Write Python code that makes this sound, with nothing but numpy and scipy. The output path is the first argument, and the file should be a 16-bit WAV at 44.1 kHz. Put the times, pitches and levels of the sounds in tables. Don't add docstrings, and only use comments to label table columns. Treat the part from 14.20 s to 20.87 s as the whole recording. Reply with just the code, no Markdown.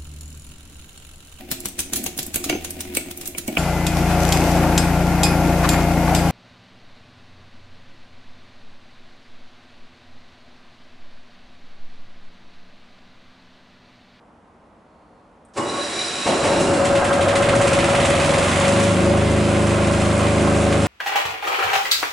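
import sys
import numpy as np
from scipy import signal
from scipy.fft import rfft, irfft, next_fast_len
from scipy.io import wavfile
from scipy.ndimage import uniform_filter1d

SR = 44100
rng = np.random.default_rng(int(sys.argv[2]) if len(sys.argv) > 2 else 0)


def store_pcm(level_fs):
    pcm = np.round(np.clip(level_fs, -1, 1) * 32767).astype(np.int16)
    wavfile.write(sys.argv[1], SR, np.atleast_2d(pcm).T)


N = 294147
T = np.arange(N) / SR

# (time [s], rate [firings per second])
SPEED = [(2.058, 5.36), (2.39, 6.458), (3.01, 13.103), (3.43, 16.732), (4.58, 25.363), (4.83, 26.345),
         (5.29, 26.167), (6.67, 26.014)]
FIRED_S = SPEED[0][0]
# (time [s], fuel [share of full])
FUEL = [(4.45, 0.76), (4.88, 0.024), (5.35, 0.15), (6.35, 0.17)]
# (place [share of cycle], level [dB], decay [s], growth [power of speed], rise at full fuel [dB])
STROKES = [(0.985, -7.5, 0.009, 0.4, 4), (.02, -10.5, 0.057, -0.54, 8), (.27, -5.5, 0.013, 1.6, 2),
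           (.5, -10.5, 0.008, 1, 2.5), (.66, -2, 0.024, 1.5, -1.5)]
# (frequency [Hz], level [dB])
CLATTER = [(1200, -19), (1700, 1.5), (2030, 5), (2280, 2.5), (2500, 3.5), (3200, -0.5), (4000, -4.5),
           (5000, -10), (6500, -19.5)]
# (frequency [Hz], level [dB])
TICK = [(1500, -44), (3000, -5.5), (4200, -3.5), (5200, -0.5), (6300, 1.5), (7500, 3.5), (8600, 3),
        (9800, -1), (11000, -7)]
# (time [s], rate [teeth per second])
MESH = [(1.36, 240), (1.5, 630), (1.65, 1040), (1.79, 1210), (1.95, 1270), (2.06, 1390), (2.55, 1380)]
# (frequency [Hz], width [Hz], level [dB])
COVER_MODES = [(718, 128, 8), (1037, 140, 3), (1285, 166, 3.5), (1580, 67, 3.5)]

START_S, ENGAGED_S, RELEASE_S = 1.378, 1.473, 2.444
START_RISE_S = 0.0088
SHAKE_BUILD_S = 0.33


def amp(db):
    return 10 ** (np.asarray(db) / 20)


def unit(x):
    return x / np.sqrt(np.mean(x ** 2) + 1e-20)


def noise():
    return rng.standard_normal(N)


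def curve(rows, time=T):
    return np.interp(time, *np.transpose(rows))


def gate(start, rise, stop=np.inf, fade=1):
    return np.exp(-np.maximum(start - T, 0) / rise - np.maximum(T - stop, 0) / fade)


def level(rows):
    return amp(curve(rows)) * gate(rows[0][0], .003)


def smooth(x, seconds):
    r = np.exp(-1 / (seconds * SR))
    return signal.lfilter([1 - r], [1, -r], x)


def drift(per_s):
    return unit(np.interp(T * per_s, np.arange(1024), rng.standard_normal(1024)))


def gritty(grit_db):
    clumps = unit(uniform_filter1d(noise(), size=70))
    return unit(noise() * amp(grit_db * clumps))


def colour(x, points):
    hz, db = np.transpose(points)
    size = next_fast_len(N + 8192)
    f = np.fft.rfftfreq(size, 1 / SR)
    gain = amp(np.interp(np.log(f + 1), np.log(hz + 1), db))
    return irfft(rfft(x, size) * gain, size)[:N]


def resonate(x, hz, width_hz):
    r = np.exp(-np.pi * width_hz / SR)
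    return 2 * signal.lfilter([1 - r], [1, -r * np.exp(2j * np.pi * hz / SR)], x).real


def resonate_twice(x, hz, width_hz, skirt_hz):
    return resonate(resonate(x, hz, width_hz), hz, skirt_hz)


def ring(x, modes):
    return unit(sum(amp(db) * resonate_twice(x, hz, 1.3 * width, 1.1 * width) for hz, width, db in modes))


def burst(decay, rise=0.0015):
    t = T[:SR // 2]
    x = rng.standard_normal(len(t)) * np.exp(-t / decay) * (1 - np.exp(-t / rise))
    return x / np.linalg.norm(x)


def room(x, decay=0.18):
    return signal.oaconvolve(x, np.r_[np.zeros(200), burst(decay)])[:N]


def crank():
    rate = curve(SPEED)
    return rate, np.cumsum(rate * (T >= FIRED_S)) / SR


def blows(share):
    rate, turns = crank()
    return np.diff(np.ceil(turns - np.clip(share, 0, .999)), prepend=0) / np.sqrt(rate)


def running(x):
    return x / np.sqrt(np.mean(x[T > FIRED_S] ** 2))


def building(seconds):
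    return np.clip((T - FIRED_S) / seconds, 0, 1)


def effort(db, db_per_doubling, top_rate, fuel_db):
    doublings = np.minimum(np.log2(crank()[0] / top_rate), 0)
    return amp(db + db_per_doubling * doublings + fuel_db * curve(FUEL)) * gate(FIRED_S, 0.0035)


def air():
    # (frequency [Hz], level [dB])
    air_spectrum = [(15, -34), (25, -12), (48, -7), (96, -5.5), (124, -10.5), (235, -1), (267, -7),
                    (296, -4), (353, -9.5), (531, -6), (1060, -9.5), (1630, -20), (3500, -32), (4290, -36),
                    (11000, -44), (14300, -78), (22000, -120)]
    return amp(-51.5) * unit(colour(noise(), air_spectrum))


def squeak(start=.72, stop=1.0, db=-79, hz=4300, width_hz=500):
    return amp(db) * unit(resonate_twice(noise(), hz, width_hz, width_hz)) * gate(start, .06, stop, fade=.12)


def key():
    # (time [s], level [dB], centre [Hz], width [Hz], decay [s])
    clicks = [(1.25, -57, 8600, 1760, 0.012), (1.285, -67, 8500, 2200, 0.017),
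              (1.337, -52, 5630, 6000, 0.058)]
    out = np.zeros(N)
    for s, db, hz, width_hz, decay in clicks:
        snap = unit(resonate_twice(noise(), hz, width_hz, width_hz))
        out += amp(db) * snap * (T >= s) * np.exp(-abs(T - s) / decay)
    return out


def singing(hz=1102, width_hz=20, stiff=0.51):
    # (time [s], level [dB])
    singing_level = [(1.375, -30), (1.48, -40), (1.58, -31.5), (1.7, -46), (1.92, -44), (1.98, -36),
                     (2.1, -38), (2.5, -43)]
    plate = unit(resonate_twice(noise(), hz, width_hz, width_hz))
    swing = abs(uniform_filter1d(plate ** 2, size=400)) + 0.023
    return unit(plate / swing ** stiff) * level(singing_level) * gate(START_S, START_RISE_S, RELEASE_S, fade=.03)


def starter(scrape=0.29, whine_db=-11.5):
    # (frequency [Hz], level [dB])
    motor_spectrum = [(24, -63), (40, -24), (102, -9), (166, -9), (342, 1), (512, -5), (566, -0.5),
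                      (615, -5.5), (832, -6), (1110, -6.5), (1220, -13.5), (2200, -23), (2860, -45),
                      (4840, -120)]
    # (frequency [Hz], width [Hz], level [dB])
    mount_modes = [(344, 20, -6), (571, 22, -3.5), (732, 28, -6), (1103, 16, -2), (2890, 42, -15.5)]
    # (frequency [Hz], level [dB])
    rasp_spectrum = [(760, -52), (1300, -3), (1560, -5), (3550, -9.5), (3920, -9), (4570, -9.5),
                     (5630, -10), (6340, -14.5), (7460, -8.5), (9960, -15), (11300, -27), (14700, -59),
                     (22000, -120)]
    # (frequency [Hz], width [Hz], level [dB])
    gear_modes = [(2907, 39, -3), (3900, 70, 1), (3930, 210, 4), (5050, 72, 0), (5730, 110, 0.5),
                  (7070, 130, -4.5), (10070, 160, -10)]
    unsteady = 1 + .013 * unit(uniform_filter1d(noise(), size=350))
    mesh_hz = curve(MESH) * unsteady
    teeth = np.cumsum(mesh_hz) / SR
    whine = unit(sum(np.cos(2 * np.pi * k * teeth) / k for k in range(2, 6)))
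    pinion_turn = 1 + scrape * np.cos(2 * np.pi * teeth / 9)
    grind = unit(noise() * pinion_turn * np.exp(-(teeth % 1)))
    motor = amp(-0.5) * unit(colour(noise(), motor_spectrum)) + amp(-6.5) * ring(noise(), mount_modes)
    contact = grind + amp(whine_db) * whine
    rasp = unit(colour(contact + 2.5 * room(contact), rasp_spectrum))
    chatter = amp(2.0 * drift(110))
    gear = ring(grind * chatter, gear_modes)
    motor_gain, rasp_gain, gear_gain = starter_load(mesh_hz)
    return motor * motor_gain + rasp * rasp_gain + gear * gear_gain


def starter_load(mesh_hz):
    # (time [s], rise of the ring gear [dB])
    compressions = [(1.494, 1.5), (1.84, 7), (2.08, 3.5)]
    since = np.maximum(T - START_S, 0)
    motor = amp(-33 + 11.5 * np.exp(-since / 0.21)) * gate(START_S, START_RISE_S, FIRED_S, fade=1)
    sliding = amp(-29.5 + 5 * np.log2(mesh_hz / MESH[-1][1]))
    clash = amp(-31) * np.exp(-since / 0.022)
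    rasp = (sliding + clash) * gate(START_S, START_RISE_S, RELEASE_S, fade=0.38)
    squeeze_db = sum(db * np.exp(-((T - s) / 0.087) ** 2) for s, db in compressions)
    unload_db = 4 * np.maximum(T - FIRED_S, 0)
    gear = amp(-35.5 + squeeze_db - unload_db) * gate(ENGAGED_S, 0.014, RELEASE_S, fade=0.03)
    return motor, rasp, gear


def catching(rise=0.01):
    # (time [s], level [dB], decay [s])
    firings = [(2.054, -15, 0.11), (2.228, -20, 0.4)]
    # (frequency [Hz], level [dB])
    boom_spectrum = [(29, -41), (50, -11), (160, -4.5), (250, -1), (340, -1), (503, -2.5), (622, 2.5),
                     (821, -5.5), (891, -1), (967, -9.5), (1120, -11.5), (1400, -18), (2500, -15.5),
                     (3250, -19.5), (5500, -120)]
    swell = np.zeros(N)
    for s, db, decay in firings:
        since = np.maximum(T - s, 0)
        swell += amp(db) * (1 - np.exp(-since / rise)) * np.exp(-since / decay)
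    return swell * unit(colour(noise(), boom_spectrum))


def knocks(spectrum, strokes, alike, wash, wet, length=1., uneven_db=2.0, rise=0.0094, gather=1., grit_db=0):
    # (time [s], level [dB])
    stumble = [(2.23, -3), (2.39, -5), (2.54, -3), (2.655, 0), (2.76, -0.5), (2.95, -0.5), (3.09, 0.5),
               (3.17, 1), (3.48, 2.5), (4.1, 1.5)]
    out = np.zeros(N)
    speed = crank()[0] / SPEED[-1][1]
    fuel, stumble_db = curve(FUEL), curve(stumble)
    for share, db, decay, growth, fuel_db in strokes:
        strength_db = db + fuel_db * fuel + stumble_db + uneven_db * noise()
        hits = blows(share) * amp(strength_db) * speed ** growth
        envelope = np.sqrt(smooth(smooth(hits ** 2, decay * length / 2), rise))
        rattle = envelope * gritty(grit_db)
        same = signal.oaconvolve(hits, burst(decay * length))[:N]
        out += np.sqrt(alike) * same + np.sqrt(1 - alike) * rattle
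    out = running(out)
    churn = wash * speed ** gather * gritty(grit_db)
    return running(colour(out + wet * room(out) + churn, spectrum))


def block(first_s=0.019, thud_build_s=0.43):
    # (frequency [Hz], level [dB])
    thud_spectrum = [(15, -25), (25, -10), (55, -20), (90, -1), (125, -6.5), (165, -1), (220, -2.5),
                     (270, -3), (335, 0.5), (420, -6), (520, -5.5), (700, -40), (1200, -65)]
    bark_spectrum = [(330, -19), (470, 1.5), (540, 8), (640, 8), (740, 3.5), (860, 1), (1100, 3),
                     (1400, -0.5), (1650, -4), (2000, -15), (3000, -49)]
    # (place [share of cycle], level [dB], decay [s], growth [power of speed], rise at full fuel [dB])
    mount_strokes = [(.99, -5.5, .019, 0.42, 4.5), (.28, -8.5, 0.01, .4, 1.5), (.66, -2, 0.023, 0.81, -2)]
    gas_strokes = [(.6, -3, .011, 0.11, 3.2), (.83, 0.5, 0.0096, 0.39, -1.4),
                   (.05, -8.5, 0.021, -0.41, 0.74)]
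    thud = knocks(thud_spectrum, mount_strokes, alike=0.53, wash=1.6, wet=2.16, length=0.9, gather=0.015)
    bark = knocks(bark_spectrum, gas_strokes, alike=0.37, wash=0.87, wet=0.87, length=0.91,
                  gather=0.041, grit_db=2.1, uneven_db=1.3)
    crisp = dict(length=.95, uneven_db=1.5, rise=.0035, grit_db=2.2)
    clatter = knocks(CLATTER, STROKES, alike=.3, wash=.22, wet=.3, gather=.7, **crisp)
    tick = knocks(TICK, STROKES, alike=.15, wash=.35, wet=.3, gather=1.3, **crisp)
    metal = bark * effort(db=-27, db_per_doubling=0.16, top_rate=50, fuel_db=5)
    metal += clatter * effort(db=-32.5, db_per_doubling=6, top_rate=12.5, fuel_db=7)
    metal += tick * effort(db=-37, db_per_doubling=1.5, top_rate=24, fuel_db=7.5)
    thud *= effort(db=-28.5, db_per_doubling=-4, top_rate=32, fuel_db=2)
    return thud * building(thud_build_s) + metal * building(first_s)


def pings(width_hz=40, skirt_hz=160):
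    # (frequency [Hz], level [dB])
    steel_parts = [(1044, -43.5), (1093, -46), (1357, -49.5), (1410, -46.5), (1491, -49), (2089, -46),
                   (2471, -47.5), (5023, -53), (6105, -58), (6799, -58), (7531, -53), (9458, -66)]
    hits = sum(blows(share) * amp(db) for share, db, *_ in STROKES)
    out = np.zeros(N)
    for hz, db in steel_parts:
        strengths = rng.uniform(-1, 1, N) ** 3
        out += amp(db) * running(resonate_twice(hits * strengths, hz, width_hz, skirt_hz))
    return out * effort(db=0, db_per_doubling=3, top_rate=24, fuel_db=0)


def buzz(depth=0.26, share=0.56, critical_rate=11.1, spread=4.7, db=-27):
    rate, turns = crank()
    near_critical = np.exp(-((rate - critical_rate) / spread) ** 2) * building(SHAKE_BUILD_S)
    chatter = noise() * (1 + depth * np.cos(2 * np.pi * (turns - share)))
    return ring(chatter, COVER_MODES) * near_critical * amp(db)


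def exhaust(waver_db=1.0, run_up_waver_db=1.5, stumble=0.003, build_s=1.4, load_lag_s=0.22):
    # (place [share of cycle], level [dB])
    puffs = [(0.063, 9), (0.328, 11.5), (0.57, 5), (.71, -1.5), (0.909, 5)]
    # (order [multiple of firing rate], level [dB], rise at full fuel [dB])
    orders = [(2, -15, 2), (3, -0.5, -0.5), (4, 3, -2), (5, -6.5, -7), (6, 0.5, -5), (7, -4, 8.5),
              (8, 1, -3), (9, -6, -2.5), (10, -9, 7), (11, -5.5, -0.5), (13, -11.5, 8.5), (14, -7.5, -2),
              (16, -5.5, -5), (18, -10, -3)]
    # (frequency [Hz], gain [dB])
    silencer = [(15, -40), (45, -6), (65, -5), (78, 2.5), (90, 5.5), (105, 4.5), (128, -1.5), (152, 2.5),
                (175, 1.5), (210, 3), (300, 0.5), (500, 7)]
    # (time [s], level [dB])
    upper_level = [(4.4, -4), (4.75, 2), (5.9, -1.5), (6.25, 5), (6.67, 2)]
    rate, turns = crank()
    unsettled = np.interp(T, [4.2, 4.9], [1, .1])
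    wander = unit(uniform_filter1d(uniform_filter1d(noise(), size=900), size=500))
    turns = turns + stumble * unsettled * wander
    fuel = curve(FUEL, T - load_lag_s)
    out = np.zeros(N)
    for k, db, fuel_db in orders:
        lead = np.angle(sum(amp(size) * np.exp(-2j * np.pi * k * share) for share, size in puffs))
        passed_db = curve(silencer, k * rate)
        upper_db = curve(upper_level) * (k >= 11)
        order_waver_db = (waver_db + run_up_waver_db * fuel) * drift(9)
        size_db = db + fuel_db * fuel + passed_db - passed_db[-1] + upper_db + order_waver_db
        out += amp(size_db) * np.cos(2 * np.pi * k * turns + lead)
    hum = out / np.sqrt(np.mean(out[-SR:] ** 2))
    gain = effort(db=-18, db_per_doubling=8.5, top_rate=27, fuel_db=-2.5)
    return hum * gain * building(build_s)


def growl(width_hz=96):
    # (time [s], centre [Hz], level [dB])
    growl_glide = [(2.1, 341, -30), (2.27, 309.7, -37), (2.321, 325.8, -23), (2.42, 361.6, -27),
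                   (2.51, 341, -25.5), (2.629, 309, -29), (2.85, 300, -93)]
    s, hz, db = np.transpose(growl_glide)
    turn = np.exp(2j * np.pi * np.cumsum(np.interp(T, s, hz)) / SR)
    lag = 1 / (np.pi * width_hz)
    slow_noise = smooth(smooth(noise() + 1j * noise(), lag), lag)
    shake = unit((turn * slow_noise).real)
    return shake * amp(np.interp(T, s, db)) * gate(s[0], 0.012, s[-1], fade=.1)


def panel(hz=559.2, width_hz=15.5, skirt_hz=42, rough=1.0, rough_steady=0.14, second_db=-4, stiff=0.36,
          surge_db=-0.8, uneven_db=1.0):
    # (time [s], level [dB])
    panel_level = [(2.2, -29), (2.39, -23.5), (2.65, -22.5), (2.77, -19), (2.88, -23), (3.2, -20),
                   (3.62, -21.5), (4.12, -21.5), (4.3, -25.5), (4.53, -21.5), (4.79, -22.5), (4.84, -25),
                   (4.86, -19), (4.95, -23), (5.1, -25), (6.67, -24)]
    kicks = (blows(.76) + amp(second_db) * blows(.44)) * amp(uneven_db * noise())
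    shaking = np.interp(T, [4.4, 5.1], [rough, rough_steady]) * building(SHAKE_BUILD_S)
    drive = running(kicks) + shaking * noise()
    sheet = running(resonate_twice(drive, hz, width_hz, skirt_hz))
    swing = abs(uniform_filter1d(sheet ** 2, size=1700)) + 0.017
    surge = amp(surge_db * drift(14) * curve(FUEL))
    return running(sheet / swing ** stiff) * level(panel_level) * surge


def hard_knocks(rise=0.0036, decay=0.015):
    # (time [s], case level [dB], clatter level [dB], tick level [dB])
    hard_firings = [(2.651, -38, -33, -28), (2.754, -38, -31, -43), (2.852, -43, -28, -41),
                    (3.157, -34, -25, -27), (3.29, -36, -25, -40), (3.416, -34, -28, -28),
                    (3.475, -30, -29, -27), (3.533, -30, -29, -27), (3.752, -38, -26, -32),
                    (3.853, -30, -22, -25), (3.902, -31, -32, -32), (3.999, -24, -28.5, -33),
                    (4.044, -29, -34, -33), (4.481, -36, -39, -28), (4.6, -36, -30, -29.5),
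                    (4.638, -34, -27, -28.5), (4.854, -30, -42, -42), (5.47, -27, -32, -31),
                    (5.673, -36, -34, -34), (5.735, -36, -36, -34), (5.995, -25, -40, -50),
                    (6.036, -25, -36, -42), (6.346, -36, -34, -44), (6.525, -30, -26.5, -32)]
    # (frequency [Hz], width [Hz], level [dB])
    knock_modes = [(1125, 280, 7.5), (1500, 230, 4), (2070, 240, 5), (2470, 470, -2)]
    case = ring(noise(), knock_modes)
    clatter = unit(colour(gritty(3.1), CLATTER))
    tick = unit(colour(gritty(3), TICK))
    out = np.zeros(N)
    for s, case_db, clatter_db, tick_db in hard_firings:
        knock = amp(case_db) * case + amp(clatter_db) * clatter + amp(tick_db) * tick
        out += gate(s, rise, s, decay) * knock
    return out


def slap(share=.645, decay=0.026, rise=0.0016):
    # (time [s], level [dB])
    slap_level = [(2.81, -28.5), (3.1, -28.5), (3.6, -31), (3.9, -38.5), (4.5, -33), (5.2, -41), (6.5, -33)]
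    hits = blows(share) * amp(noise())
    strikes = np.sqrt(smooth(smooth(hits ** 2, decay / 2), rise)) * noise()
    return ring(strikes, COVER_MODES) * level(slap_level)


def scene():
    # (frequency [Hz], gain [dB])
    width = [(60, -18), (110, -20.5), (190, -18), (340, -13), (600, -13.5), (1080, -8), (1920, -7),
             (3420, -8.5), (6100, -10), (10900, -3.5)]
    starting = squeak() + key() + singing() + starter() + catching() + growl()
    engine = block() + pings() + buzz() + exhaust() + panel() + hard_knocks() + slap()
    mid = air() + starting + engine
    side = colour(room(mid, decay=0.028), width) * amp(-1.0)
    lean = 0.065 * colour(mid, [(500, -53), (1200, 1.5), (11000, 2.5)])
    return np.array([mid + side - lean, mid - side + lean])


def record(dry, ceiling=.62, edge_hz=11200):
    rounded = dry / (1 + (dry / ceiling) ** 8) ** (1 / 8)
    lowpass = signal.firwin(601, edge_hz, window=("kaiser", 9), fs=SR)
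    return signal.oaconvolve(rounded, lowpass[None], "same")


dry = scene()
out = record(dry)
store_pcm(out)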